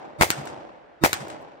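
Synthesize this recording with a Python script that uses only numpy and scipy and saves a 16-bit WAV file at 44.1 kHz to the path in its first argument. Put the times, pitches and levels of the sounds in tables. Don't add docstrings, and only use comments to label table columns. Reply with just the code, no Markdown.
import sys
import numpy as np
from scipy import signal
from scipy.fft import rfft, irfft, next_fast_len
from scipy.io import wavfile
from scipy.ndimage import uniform_filter1d

SR = 44100
rng = np.random.default_rng(int(sys.argv[2]) if len(sys.argv) > 2 else 0)


def attenuation_scalar(level_db):
    decades = np.asarray(level_db, float) / 20
    return 10 ** decades


def store_wav(level_fs):
    pcm = np.round(np.clip(np.atleast_2d(level_fs), -1, 1) * 32767)
    wavfile.write(sys.argv[1], SR, pcm.T.astype(np.int16))


N = 70560

# [t/s, level/dB, right-port thump level/dB, thump f/Hz]
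SHOTS = [
    (-.42, 3, 11, 150),
    (0.2101, 0.5, 1, 144.3),
    (1.0369, -1, 6, 280.8),
]
# [delay t/s, level/dB, left-right level/dB, left lag t/ms, swing f/Hz]
HARD_PATHS = [(0, -4, 0, -.3, 850), (.0032, -4, 4, -.1, 1600), (.0094, -6, 9, -.3, 800),
              (.0111, -5, 5, -.3, 1600), (.012, -8, 4, -.3, 1800), (.0133, -5, 3, -.4, 1300),
              (.0157, -9, 4, -.3, 1600), (.0233, -3, -.5, -.3, 880), (.0248, -10, 3, -.3, 1000),
              (.037, -21, 5, -.3, 600), (.0575, -24, 6, -.3, 600), (.0932, -7, 1.5, .25, 1550),
              (.0938, -9, 2, .25, 4200), (.0941, -10, 2, .25, 4200), (.0945, -12, 2, .25, 1700),
              (.1033, -18, .5, .2, 3300), (.093, -23, -1, .1, 380), (.17, -33, .5, .1, 900),
              (.2705, -34, 1, .1, 600)]
FRONT, FRONT_MS, LEAD, DAMP = .5, .05, .2, .95

# [delay t/s, level/dB, rise t/s, t60 t/s, left-right level/dB]
NEAR_SURFACES = [
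    (0, -13, .0002, .06, .5),
    (.009, -11, .002, .1, .5),
    (.03, -22, .002, .1, 1),
    (.05, -33, .005, .3, 1),
]
EARTH_BANK = [
    (.0932, -12.5, .0002, 0.016, 0.84),
    (.103, -19.5, .0004, 0.017, 0.64),
    (.2445, -39, .0008, .03, 4),
]
FAR_SLOPES = [
    (0.093, -25, .002, 0.19, 0.44),
    (0.166, -37.5, 0.001, 0.18, 1.1),
    (0.262, -32.5, 0.0012, 0.04, 6),
    (0.271, -38.5, 0.0086, 0.11, 4.5),
]
# [f/Hz, level/dB]
NEAR_COLOUR = [(60, -35), (300, -3), (800, -2), (1500, -9), (2100, 0), (2800, -10), (8500, -13),
               (16000, -18)]
BANK_COLOUR = [(200, -12), (1500, -2.5), (2600, -6), (4200, -3.5), (5200, -6), (7000, -4), (10500, -7.5),
               (15000, -11)]
FAR_COLOUR = [(60, -51), (300, -25), (600, -8), (1500, 1.5), (2400, -6), (4500, -11), (8500, -12),
              (16000, -40)]
NEAR_LAG, FAR_LAG = -13, 16

THUMP_S, THUMP_T60, THUMP_LEFT_DB = 0.0011, 0.011, -11
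# [delay t/s, level/dB, f/Hz, t60 t/s]
BANK_BOOMS = [(.002, -30, 70, .1), (.04, -34, 90, .1), (.093, -33, 85, .07), (.172, -29, 150, .11),
              (.178, -30, 205, .09), (.2, -41, 90, .12), (.285, -43, 90, .1), (.36, -46, 95, .12)]

# [f/Hz, level/dB]
WOODS_COLOUR = [(30, -31.5), (90, -14), (170, -5.5), (800, 1), (1200, -8.5), (2200, -16.5), (7400, -32),
                (12000, -48.5)]
# [f/Hz, t60 t/s]
WOODS_DECAY = [(60, 1.2), (300, 1.6), (700, 1.7), (2000, 1.3), (5000, .9), (12000, .55)]
WOODS_DB, WOODS_RISE_S, WOODS_AT_S = -38, 0.16, 0.29
TRUNKS_DB = 2.5

# [t/s, level/dB]
CASE_FALLS = [
    (1.41, -66),
    (1.417, -78),
    (1.421, -64.5),
]
CASE_COLOUR = [(3000, -35), (8000, 12), (14000, 4), (16000, -6)]  # [f/Hz, level/dB]

# [f/Hz, level/dB]
AIR_COLOUR = [(30, -31), (200, -24.5), (570, 3), (800, -15.5), (1500, -8), (2300, -15), (5000, -31.5),
              (16000, -63)]
# [f/Hz, level/dB]
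WIND_COLOUR = [(10, -12.5), (30, 4.5), (90, 0.5), (150, -23.5), (20000, -120)]
AIR_DB, WIND_DB = -56.5, -70.5
ALIKE = 0.26

# [f/Hz, level/dB]
MIC = [(20, -10), (60, 0), (9500, 0), (11000, -5), (12500, 0), (15700, 0), (16000, -30), (20000, -30)]
TOP, KNEE = 1.02, 5
# [f/Hz, level/dB]
SMEAR_BANDS = [(90, -15), (140, -12), (330, -13.5), (600, -16), (1300, -25), (2300, -39.5), (3700, -15.5),
               (4600, -14), (5200, -23.5), (6800, -21), (8500, -16), (10200, -33), (13500, -30),
               (15000, -16)]
SMEAR_S, SMEAR_HISS_DB = .034, -11


def along(points, hz):
    f, v = np.transpose(points)
    return np.interp(np.log(hz + 1), np.log(f + 1), v)


def unit(x):
    return x / np.sqrt(np.mean(x ** 2) + 1e-20)


def filtered(x, response):
    m = next_fast_len(x.shape[-1] + 8192)
    spectrum = rfft(x, m) * response(np.fft.rfftfreq(m, 1 / SR))
    return irfft(spectrum, m)[..., :x.shape[-1]]


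def noise(colour, size, grain_db=0.0, lag=0):
    grain = unit(uniform_filter1d(rng.standard_normal(size), size=60))
    a, b = rng.standard_normal((2, size)) * attenuation_scalar(grain_db * grain)
    u = np.arccos(np.clip(ALIKE, -1, 1)) / 2
    left = np.roll(np.cos(u) * a + np.sin(u) * b, lag)
    right = np.cos(u) * a - np.sin(u) * b
    return unit(filtered(np.array([left, right]), lambda hz: attenuation_scalar(along(colour, hz))))


def sides(db):
    return attenuation_scalar(np.array([[db / 2], [-db / 2]]))


def swell(t, start, rise, t60):
    age = np.maximum(t - start, 0)
    return (1 - np.exp(-age / rise)) * attenuation_scalar(-60 * age / t60)


def muzzle_blast(t):
    out, near = np.zeros((2, len(t))), t[:SR // 3]
    vary = rng.standard_normal(len(HARD_PATHS))
    for (s, db, pan_db, lag, hz), v in zip(HARD_PATHS, vary):
        since = near - s - .0002 - np.array([[.5], [-.5]]) * lag / 1000
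        age = np.maximum(since, 0)
        u = LEAD + 2 * hz * age * DAMP
        swing = np.cos(2 * np.pi * hz * since) * u ** 2 * np.exp(2 - 2 * u)
        front = FRONT * np.exp(-age * 1000 / FRONT_MS)
        out[:, :len(near)] += attenuation_scalar(db + .7 * v) * sides(pan_db) * (swing + front) * (since >= 0)
    return out


def port_thump(t, db, hz):
    push = attenuation_scalar(db) * swell(t, THUMP_S, 0.0009, THUMP_T60) * np.sin(2 * np.pi * hz * (t - THUMP_S))
    return push * attenuation_scalar(np.array([[THUMP_LEFT_DB], [0]]))


def scatter(t, surfaces, colour, lag):
    power = 0
    for s, db, rise, t60, pan_db in surfaces:
        power = power + attenuation_scalar(db) ** 2 * sides(pan_db) ** 2 * swell(t, s, rise, t60) ** 2
    return np.sqrt(power) * noise(colour, len(t), 1.5, lag)


def bank_booms(t):
    out = 0
    vary = rng.standard_normal((len(BANK_BOOMS), 2))
    for (s, db, hz, t60), (a, b) in zip(BANK_BOOMS, vary):
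        tone = np.sin(2 * np.pi * hz * (1 + 0.026 * b) * (t - s))
        out = out + attenuation_scalar(db + 1.5 * a) * swell(t, s, 0.0052, t60) * tone
    return out


def woods(t):
    trunks = noise(WOODS_COLOUR, len(t), grain_db=TRUNKS_DB, lag=FAR_LAG)
    hz, s, z = signal.stft(trunks, SR, nperseg=256)
    decay = attenuation_scalar(-60 * (s - WOODS_AT_S) / along(WOODS_DECAY, hz)[:, None])
    tail = signal.istft(z * decay, SR, nperseg=256)[1][:, :len(t)]
    return attenuation_scalar(WOODS_DB) * tail * (1 - np.exp(-(t / WOODS_RISE_S) ** 2))


def cases():
    t = np.arange(N) / SR
    shape = sum(attenuation_scalar(db) * swell(t, s, .0005, 0.036) for s, db in CASE_FALLS)
    return shape * noise(CASE_COLOUR, N)


def still_air():
    return attenuation_scalar(AIR_DB) * noise(AIR_COLOUR, N)


def wind():
    return attenuation_scalar(WIND_DB) * noise(WIND_COLOUR, N)


def scene():
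    out, t = np.zeros((2, 4 * SR)), np.arange(2 * SR) / SR
    for s, db, thump_db, thump_hz in SHOTS:
        at = round((s + 1) * SR)
        shot = muzzle_blast(t) + port_thump(t, thump_db, thump_hz)
        shot += scatter(t, NEAR_SURFACES, NEAR_COLOUR, NEAR_LAG)
        shot += scatter(t, EARTH_BANK, BANK_COLOUR, FAR_LAG)
        shot += scatter(t, FAR_SLOPES, FAR_COLOUR, FAR_LAG)
        shot += bank_booms(t) + woods(t)
        out[:, at:at + len(t)] += attenuation_scalar(db) * shot[:, :4 * SR - at]
    return out[:, SR:SR + N] + cases() + still_air() + wind()


def band_limit(x):
    return signal.sosfilt(signal.butter(12, 16970, fs=SR, output="sos"), x)


def record(dry):
    squashed = dry / (1 + np.abs(dry / TOP) ** KNEE) ** (1 / KNEE)
    x = filtered(squashed, lambda hz: attenuation_scalar(along(MIC, hz)))
    t = np.arange(round(SMEAR_S * SR)) / SR
    fade = np.cos(np.pi * t / SMEAR_S / 2) ** 2
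    bands = attenuation_scalar(SMEAR_HISS_DB) * rng.standard_normal((2, len(t)))
    turns = rng.uniform(0, 2 * np.pi, (len(SMEAR_BANDS), 2, 1))
    for (hz, db), turn in zip(SMEAR_BANDS, turns):
        bands += attenuation_scalar(db) * np.sin(2 * np.pi * hz * t + turn)
    ahead = (bands * fade / fade.sum() * 6)[:, ::-1]
    smear = signal.fftconvolve(x, ahead, axes=1)[:, len(t) - 1:][:, :N]
    return band_limit(x + smear)


dry = scene()
out = record(dry)
store_wav(out)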